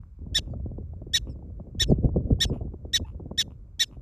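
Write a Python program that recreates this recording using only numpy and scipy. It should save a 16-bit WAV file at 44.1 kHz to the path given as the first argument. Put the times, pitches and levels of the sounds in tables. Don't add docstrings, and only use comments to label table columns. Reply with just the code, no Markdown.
import sys
import numpy as np
from scipy import signal
from scipy.fft import rfft, irfft, next_fast_len
from scipy.io import wavfile
from scipy.ndimage import uniform_filter1d, map_coordinates

SR = 44100
rng = np.random.default_rng(int(sys.argv[2]) if len(sys.argv) > 2 else 0)


def linear_from_db(decibels):
    return 10 ** (np.asarray(decibels, float) / 20)


def store_pcm(level_fs):
    pcm = np.round(np.clip(level_fs, -1, 1) * 32767).astype(np.int16)
    wavfile.write(sys.argv[1], SR, np.atleast_2d(pcm).T)


N = 176973


def unit(x):
    return x / np.sqrt(np.mean(x ** 2) + 1e-20)


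def peak(x):
    return x / np.max(np.abs(x))


def along(points, hz):
    f, v = np.transpose(points)
    return np.interp(np.log(hz + 1), np.log(f + 1), v)


def wobble(rate, size=N):
    knots = rng.standard_normal(int(size * rate / SR) + 4)
    return map_coordinates(knots, [np.arange(size) * rate / SR])


def filtered(x, response):
    m = next_fast_len(x.shape[-1] + 8192)
    return irfft(rfft(x, m) * response(np.fft.rfftfreq(m, 1 / SR)), m)[..., :x.shape[-1]]


def noise(spectrum, size=N):
    return unit(filtered(rng.standard_normal(size), lambda hz: linear_from_db(along(spectrum, hz))))


def add(track, s, sound):
    part = track[round(s * SR):][:len(sound)]
    part += sound[:len(part)]


# freq_hz [Hz], density_db [dB per Hz]
HISS_SPECTRUM = [(1300, -24.5), (2200, -1.5), (3000, -11.5), (7300, -10), (9500, -17), (12500, -20),
                 (14400, -11), (16000, -22)]


def hiss():
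    return linear_from_db(-85.5) * np.array([noise(HISS_SPECTRUM), noise(HISS_SPECTRUM)])


# freq_hz [Hz], density_db [dB per Hz]
RUSTLE_SPECTRUM = [(300, -50.5), (600, -14), (1000, -2.5), (1500, -8.5), (2400, -30.5), (4000, -89.5)]


def far_rustle():
    return linear_from_db(-79.5) * np.array([noise(RUSTLE_SPECTRUM), noise(RUSTLE_SPECTRUM)])


# freq_hz [Hz], density_db [dB per Hz]
RUMBLE_SPECTRUM = [(12, -43.5), (25, -16), (45, 3.5), (77, 3.5), (130, -7), (220, -19.5), (400, -76.5),
                   (800, -120)]
BUFFET_SPECTRUM = [(60, -32), (130, -5), (280, -7), (420, -13), (600, -19.5), (1000, -52.5), (1500, -80),
                   (2500, -120)]
FLAP_SPECTRUM = [(250, -33.5), (500, 0.5), (750, -4.5), (1100, -18), (1600, -44.5), (2400, -64),
                 (4000, -120)]
# start_s [s], level_db [dB], thump_db [dB], edge_db [dB]
EDDIES = [(0.189, -51.5, 12.5, -7), (0.265, -41, 9, -13), (0.386, -32.5, 1, -6), (.537, -37, -5, 0.5),
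          (0.599, -37, -1.5, -14), (0.659, -29.5, 2.5, -15.5), (.782, -28, -23, -13), (.936, -44, -6, -2.5),
          (1.018, -34.5, -25, -17.5), (1.067, -35, -4.5, -13), (1.27, -40.5, -7, -4.5),
          (1.426, -41.5, -9, -6.5), (1.599, -36, 5, -2.5), (1.749, -39, 8.5, -12.5),
          (1.816, -29, 6.5, -25.5), (1.917, -12, 1.5, -28.5), (1.984, -36.5, 18.5, -40),
          (2.043, -19, 1, -29), (2.161, -13.5, -9, -26), (2.305, -18.5, 3, -18), (2.451, -31.5, 7, -5.5),
          (2.499, -32, 12, -5.5), (2.56, -31, 1, -10), (2.61, -28.5, -3, -11.5), (2.738, -31.5, -20, -19.5),
          (2.85, -33.5, -6.5, -10.5), (2.998, -34, 0, -7.5), (3.199, -33.5, -10, -11.5),
          (3.258, -28.5, -17, -18), (3.312, -30, -1.5, -5.5)]
SMALL_EDDIES = [.215, .476, .5, .715, .827, 1.095, 1.151, 1.358, 1.39, 1.501, 1.67, 1.896, 2.089, 2.145,
                2.205, 2.322, 2.39, 2.677, 2.96, 3.147, 3.376, 3.478, 3.516, 3.785, 3.923, 3.968]


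def eddies(stir_db):
    out = np.zeros(N)
    t = np.arange(SR // 12) / SR
    swell = lambda rise_s: (t / rise_s) ** 2 * np.exp(2 - 2 * t / rise_s)
    strikes = list(EDDIES)
    scatter_db = 1.5 * rng.standard_normal((len(SMALL_EDDIES), 3))
    for s, (level, thump, edge) in zip(SMALL_EDDIES, scatter_db):
        strikes.append((s, stir_db[round(s * SR)] - 3.5 + level, 6 + thump, -11 + 2 * edge))
    for s, db, thump_db, edge_db in strikes:
        body = peak(swell(.0045) * noise(BUFFET_SPECTRUM, len(t)))
        edge = peak(swell(.0032) * noise(FLAP_SPECTRUM, len(t)))
        ruffle = body + linear_from_db(edge_db + 1.5) * edge
        roll_hz = 70 * np.exp(rng.normal(0, .2)) * (1 + 7.5 * np.exp(-t / .006))
        roll = np.sin(2 * np.pi * (np.cumsum(roll_hz) / SR + rng.random())) * swell(.012)
        add(out, s - .002, linear_from_db(db + 2.14) * ruffle + linear_from_db(db + thump_db - 3) * roll)
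    return out


# start_s [s], strength_db [dB], turbulence_db [dB]
WIND = [(0, -34, -20), (.07, -46, -8.5), (.18, -50, -9), (.22, -39, -0.5), (.56, -33.5, -2.5),
        (.98, -37.5, -6.5), (1.29, -38, -2.5), (1.68, -43.5, 5), (1.82, -33.5, -11), (1.94, -28.5, 0.5),
        (2.37, -29.5, -4), (2.55, -33.5, 2), (2.76, -41.5, -1), (3.04, -39.5, -3), (3.45, -42.5, 4.5),
        (3.6, -43, -6.5), (3.88, -49, 0.5), (4.01, -38.5, 2.5)]
# start_s [s], lift_db [dB]
SURGES = [(.22, 2), (0.329, 8.5), (.56, 4), (.69, 1.5), (0.802, 6), (.97, 7), (1.23, 3), (1.301, 9),
          (1.78, 8.5), (1.904, 17), (2.052, 10.5), (2.172, 8), (2.33, 13), (2.519, 6.5), (2.659, 12.5),
          (2.87, 5), (3.021, 12), (3.34, 5.5)]


def wind():
    surge_s = 0.015
    surge_stirs = 1.3
    flap_grows, flap_stirs = 0.18, 1.6
    t = np.arange(N) / SR
    s, *controls = np.transpose(WIND)
    strength_db, turbulence_db = [np.interp(t, s, c) for c in controls]
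    surge_db = sum(db * np.exp(-((t - s) / surge_s) ** 2) for s, db in SURGES)
    mean_db = strength_db.mean()
    rumble_db = strength_db + surge_db
    buffet_db = strength_db + turbulence_db + surge_stirs * surge_db - 11
    flap_db = mean_db + flap_grows * (strength_db - mean_db) + flap_stirs * turbulence_db - 34
    lump = wobble(22)
    rumble = linear_from_db(rumble_db - 0.5) * unit(linear_from_db(0.71 * wobble(9)) * noise(RUMBLE_SPECTRUM))
    buffet = linear_from_db(buffet_db - 0.5) * unit(linear_from_db(3.8 * lump + 0.83 * wobble(66)) * noise(BUFFET_SPECTRUM))
    flap = linear_from_db(flap_db + 1) * unit(linear_from_db(5 * lump + 8 * wobble(48)) * noise(FLAP_SPECTRUM))
    return rumble + buffet + flap + eddies(strength_db + turbulence_db)


# start_s [s], pitch_hz [Hz], level_db [dB]
STEM_TAPS = [
    (0.035, 1090, -41.5),
    (.057, 1000, -71),
]


def stem_taps():
    out = np.zeros(N)
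    t = np.arange(SR // 50) / SR
    for s, hz, db in STEM_TAPS:
        strike = 1 - np.exp(-t / .00036)
        add(out, s, linear_from_db(db - 60 * t / .0053) * strike * np.sin(2 * np.pi * hz * t))
    return out


# start_s [s], length_s [s], pitch_hz [Hz, top], sag_hz [Hz], level_db [dB]
WHISTLES = [
    (.501, .04, 2375, 295, -83),
    (1.293, .042, 2705, 235, -64),
    (1.87, .053, 2685, 400, -60),
    (2.465, .038, 2685, 300, -59),
    (2.96, .038, 2650, 215, -63),
    (3.845, .041, 2680, 265, -65),
]
# freq_hz [Hz], gain_db [dB]
FAR_THROAT = [(6000, -8), (7000, 0), (7700, -11), (8200, -15)]


def neighbour():
    crest_s, sag_s = .011, .029
    out = np.zeros(N)
    for s, length, top_hz, sag_hz, db in WHISTLES:
        t = np.arange(round(length * SR)) / SR
        u = t / length
        sag = sag_hz * np.clip((t - crest_s) / sag_s, 0, None) ** 1.7
        rise = 0.035 * top_hz * np.clip(1 - t / crest_s, 0, 1) ** 2
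        pitch = top_hz - sag - rise
        turn = 2 * np.pi * np.cumsum(pitch) / SR
        tone = linear_from_db(-19.5) * np.sin(turn) + np.sin(2 * turn)
        tone += linear_from_db(along(FAR_THROAT, 3 * pitch)) * np.sin(3 * turn)
        tone += linear_from_db(-17.5 - 10 * u) * np.sin(4 * turn)
        fade = np.clip(np.minimum(u / .15, (1 - u) / .087), 0, 1)
        add(out, s, linear_from_db(db + 3 - 7 * u + 1.5 * wobble(160, len(u))) * fade * tone)
    return out


# [dB, first snap]
CREAKS = [(.432, 1, .01, -71), (.461, 4, .0105, -65), (1.222, 2, .024, -69), (1.271, 5, .0078, -61),
          (1.905, 6, .010, -61), (2.529, 8, .0048, -52), (2.5745, 2, .009, -60), (3.066, 7, .0062, -57),
          (3.507, 2, .012, -63), (3.913, 1, .01, -64), (3.927, 4, .008, -60)]
# start_s [s], length_s [s], pitch_hz [Hz], level_db [dB]
GASP = (3.044, .016, 877.5, -52)
# freq_hz [Hz], width_hz [Hz], gain_db [dB]
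NOSE = [(950, 320, -15), (2740, 420, -3), (5000, 690, -18), (6960, 950, -18), (10900, 870, -14)]
# freq_hz [Hz], gain_db [dB]
NOSTRIL = [(1200, 15.5), (1700, -2), (2300, -1.5), (3200, -4.5), (4000, -11), (7000, -3.5), (9000, -21),
           (11200, -3), (13000, -26)]


def nose_response(hz):
    ring = 0
    for k, (centre, width, db) in enumerate(NOSE):
        loss = 1j * hz * width
        ring = ring + (-1) ** k * linear_from_db(db) * loss / (centre * centre - hz * hz + loss)
    return ring * linear_from_db(along(NOSTRIL, hz))


def inbreath():
    snap_fade_db_per_s, snap_scatter_db, gap_scatter = 200, 2, .1
    snaps = np.zeros(N)
    t = np.arange(SR // 30) / SR
    for start, count, gap, first_db in CREAKS:
        order = np.arange(round(count))
        chance = rng.standard_normal((len(order), 2)) * (order > 0)[:, None]
        after = gap * (order + gap_scatter * chance[:, 0])
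        levels_db = first_db - snap_fade_db_per_s * after + snap_scatter_db * chance[:, 1]
        for s, db in zip(start + after, levels_db):
            stream = linear_from_db(-27) * np.hanning(len(t)) * rng.standard_normal(len(t))
            snap = linear_from_db(-60 * t / .0006) * (1 + 0.45 * rng.standard_normal(len(t)))
            add(snaps, s, linear_from_db(db + 25.5) * (stream + snap))
    s, length, pitch_hz, db = GASP
    t = np.arange(round(length * SR)) / SR
    pulses = np.exp(5.8 * (np.cos(2 * np.pi * pitch_hz * t) - 1))
    add(snaps, s, linear_from_db(db + 16.5) * np.hanning(len(t)) ** 0.63 * pulses)
    return filtered(snaps, nose_response)


# start_s [s], length_s [s], pitch_hz [Hz, top], level_db [dB]
BARKS = [
    (0.3452, 0.051, 1870, -20),
    (1.1341, 0.051, 1902, -18),
    (1.7959, 0.049, 1901, -19.5),
    (2.403, 0.051, 1872, -19),
    (2.9325, 0.049, 1944, -18),
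    (3.3767, 0.052, 1899, -20),
    (3.7942, 0.051, 1912, -18),
]
# rate_hz [Hz], start_s [s after onset], pitch_loss [share when it grips], depth_db [dB]
GRIPS = [(350, .014, .035, 2.5), (390, .013, .005, .5), (335, .010, .02, 1.5), (330, .009, .002, 1.5),
         (385, .011, .025, .5), (380, .013, .04, 3), (380, .006, .002, 1.5)]
PITCH_ARCH = [(0, .81), (.05, .885), (.12, .94), (.27, 1.005), (.5, .98), (.7, .925), (.81, .875),
              (.9, .78), (1.02, .66)]
# length_share [ratio], effort_db [dB], breath_db [dB]
PUSH = [(0, -15.5, -7), (.09, -6, -24), (.27, 3.5, -30.5), (.5, 2.5, -17.5), (.76, -2.5, -8),
        (.97, -14, -14), (1.04, -35.5, -9.5), (1.26, -49, -12), (1.33, -66.5, -4.5)]
# freq_hz [Hz], gain_db [dB]
THROAT = [(900, -44), (1800, -12), (2700, -3.5), (3700, -0.5), (4700, -9), (5600, -7.5), (7200, -17),
          (9000, -23.5), (10000, -38), (11200, -22.5), (12500, -46.5), (13400, -30.5), (14800, -31.5),
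          (16000, -62)]
# flutter_multiple [count], level_db [dB]
SIDE_TONES = [(-2, -29), (-1, -19), (1, -8), (2, -19)]
# freq_hz [Hz], gain_db [dB]
BREATH = [(900, -20.5), (1900, -16.5), (2700, -10.5), (3800, 2.5), (4700, -20.5), (6200, -1), (7600, -13.5),
          (9000, -21), (9900, -40), (11200, -17.5), (12500, -47.5), (13400, -32.5), (14800, -31.5),
          (15800, -56)]
# freq_hz [Hz], half_width_hz [Hz], depth_db [dB]
MOUTH_POCKETS = [(9950, 260, 16), (12550, 380, 22)]


def fluttering_voice(u, pitch, fold, flutter, flap, grown, grip_db):
    voice = np.zeros(len(u))
    slack_db = -3.5 * np.clip((u - .3) / 2.1, 0, 1)
    for k in range(1, 10):
        slack_steps = max(k - 2, 0)
        tone_db = along(THROAT, k * pitch) - 2.9 * grown + slack_steps * slack_db
        voice += linear_from_db(tone_db) * np.cos(k * fold + 0.49 * k * k)
        overtone_db = 2.8 * np.log2(min(k, 3)) - 5 * (k == 1) + 5.8 * (k > 5)
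        for m, side_db in SIDE_TONES:
            shake_db = 2.5 * wobble(200, len(u)) - 4
            depth_db = side_db + slack_steps * 1.1 * slack_db + grip_db + shake_db + overtone_db
            throat_gain = linear_from_db(along(THROAT, k * pitch + m * flutter))
            phase = k * fold + 0.37 * k * k + m * flap + 0.67 * m * m
            voice += grown * linear_from_db(depth_db) * throat_gain * np.cos(phase)
    return voice


def mouth_response(hz):
    return linear_from_db(-sum(db * np.exp(-((hz - centre) / width) ** 2) for centre, width, db in MOUTH_POCKETS))


def barks():
    out = np.zeros(N)
    t = np.arange(SR // 10) / SR
    share, effort_db, breath_db = np.transpose(PUSH)
    for (s, length, top_hz, db), (flutter_hz, start, sag, grip_db) in zip(BARKS, GRIPS):
        u = t / length
        grown = np.clip((t - start) / .006, 0, 1)
        arch = uniform_filter1d(np.interp(u, *np.transpose(PITCH_ARCH)), size=120, mode='nearest')
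        grip = 1 - sag * grown * np.clip(3 - 2.9 * u, 0, 1) + 0.012 * grown * wobble(500, len(t))
        pitch = top_hz * arch * grip
        flutter = flutter_hz * (1 + 0.077 * wobble(160, len(t)))
        fold, flap = 2 * np.pi * np.cumsum([pitch, flutter], axis=1) / SR
        voice = fluttering_voice(u, pitch, fold, flutter, flap, grown, grip_db)
        gate = (1 + .8 * np.cos(fold)) * (1 + 0.38 * grown * np.cos(flap))
        air = gate * rng.standard_normal(len(t))
        breath = unit(filtered(air, lambda hz: linear_from_db(along(BREATH, hz))))
        sound = voice * np.clip((1 - u) / .016, 0, 1) + linear_from_db(np.interp(u, share, breath_db)) * breath
        add(out, s, linear_from_db(db + 0.5 + np.interp(u, share, effort_db)) * sound)
    return filtered(out, mouth_response)


def ground(x, t60, db):
    t = np.arange(SR // 4) / SR
    tail = rng.standard_normal((2, len(t))) * linear_from_db(-60 * t / t60)
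    return linear_from_db(db) * signal.fftconvolve(x[None], tail / np.linalg.norm(tail[0]), axes=1)[:, :N]


# freq_hz [Hz], gain_db [dB]
PORT_DIFFERENCE = [(700, -37), (1300, -21.5), (2400, -12), (4400, -10.5), (7000, -25), (9000, 3),
                   (15000, -2)]


def scene():
    calls = barks() + inbreath() + neighbour()
    apart = filtered(calls, lambda hz: 1j * linear_from_db(along(PORT_DIFFERENCE, hz)))
    bright = filtered(calls, lambda hz: linear_from_db(-.6 * np.maximum(along(THROAT, hz), -30)))
    echoes = ground(calls, t60=.035, db=-38) + ground(bright, t60=0.4, db=-49)
    return calls + apart * [[1], [-1]] + echoes + wind() + stem_taps() + far_rustle() + hiss()


def low_pass(x):
    return signal.sosfilt(signal.butter(12, 16300, fs=SR, output="sos"), x)


def record(dry):
    top_hz = 15850
    ease = np.clip(np.minimum(np.arange(N) + 1, N - np.arange(N)) / 250, 0, 1)
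    mix = filtered(dry * ease, lambda hz: hz < top_hz)
    return low_pass(mix)


dry = scene()
out = record(dry)
store_pcm(out)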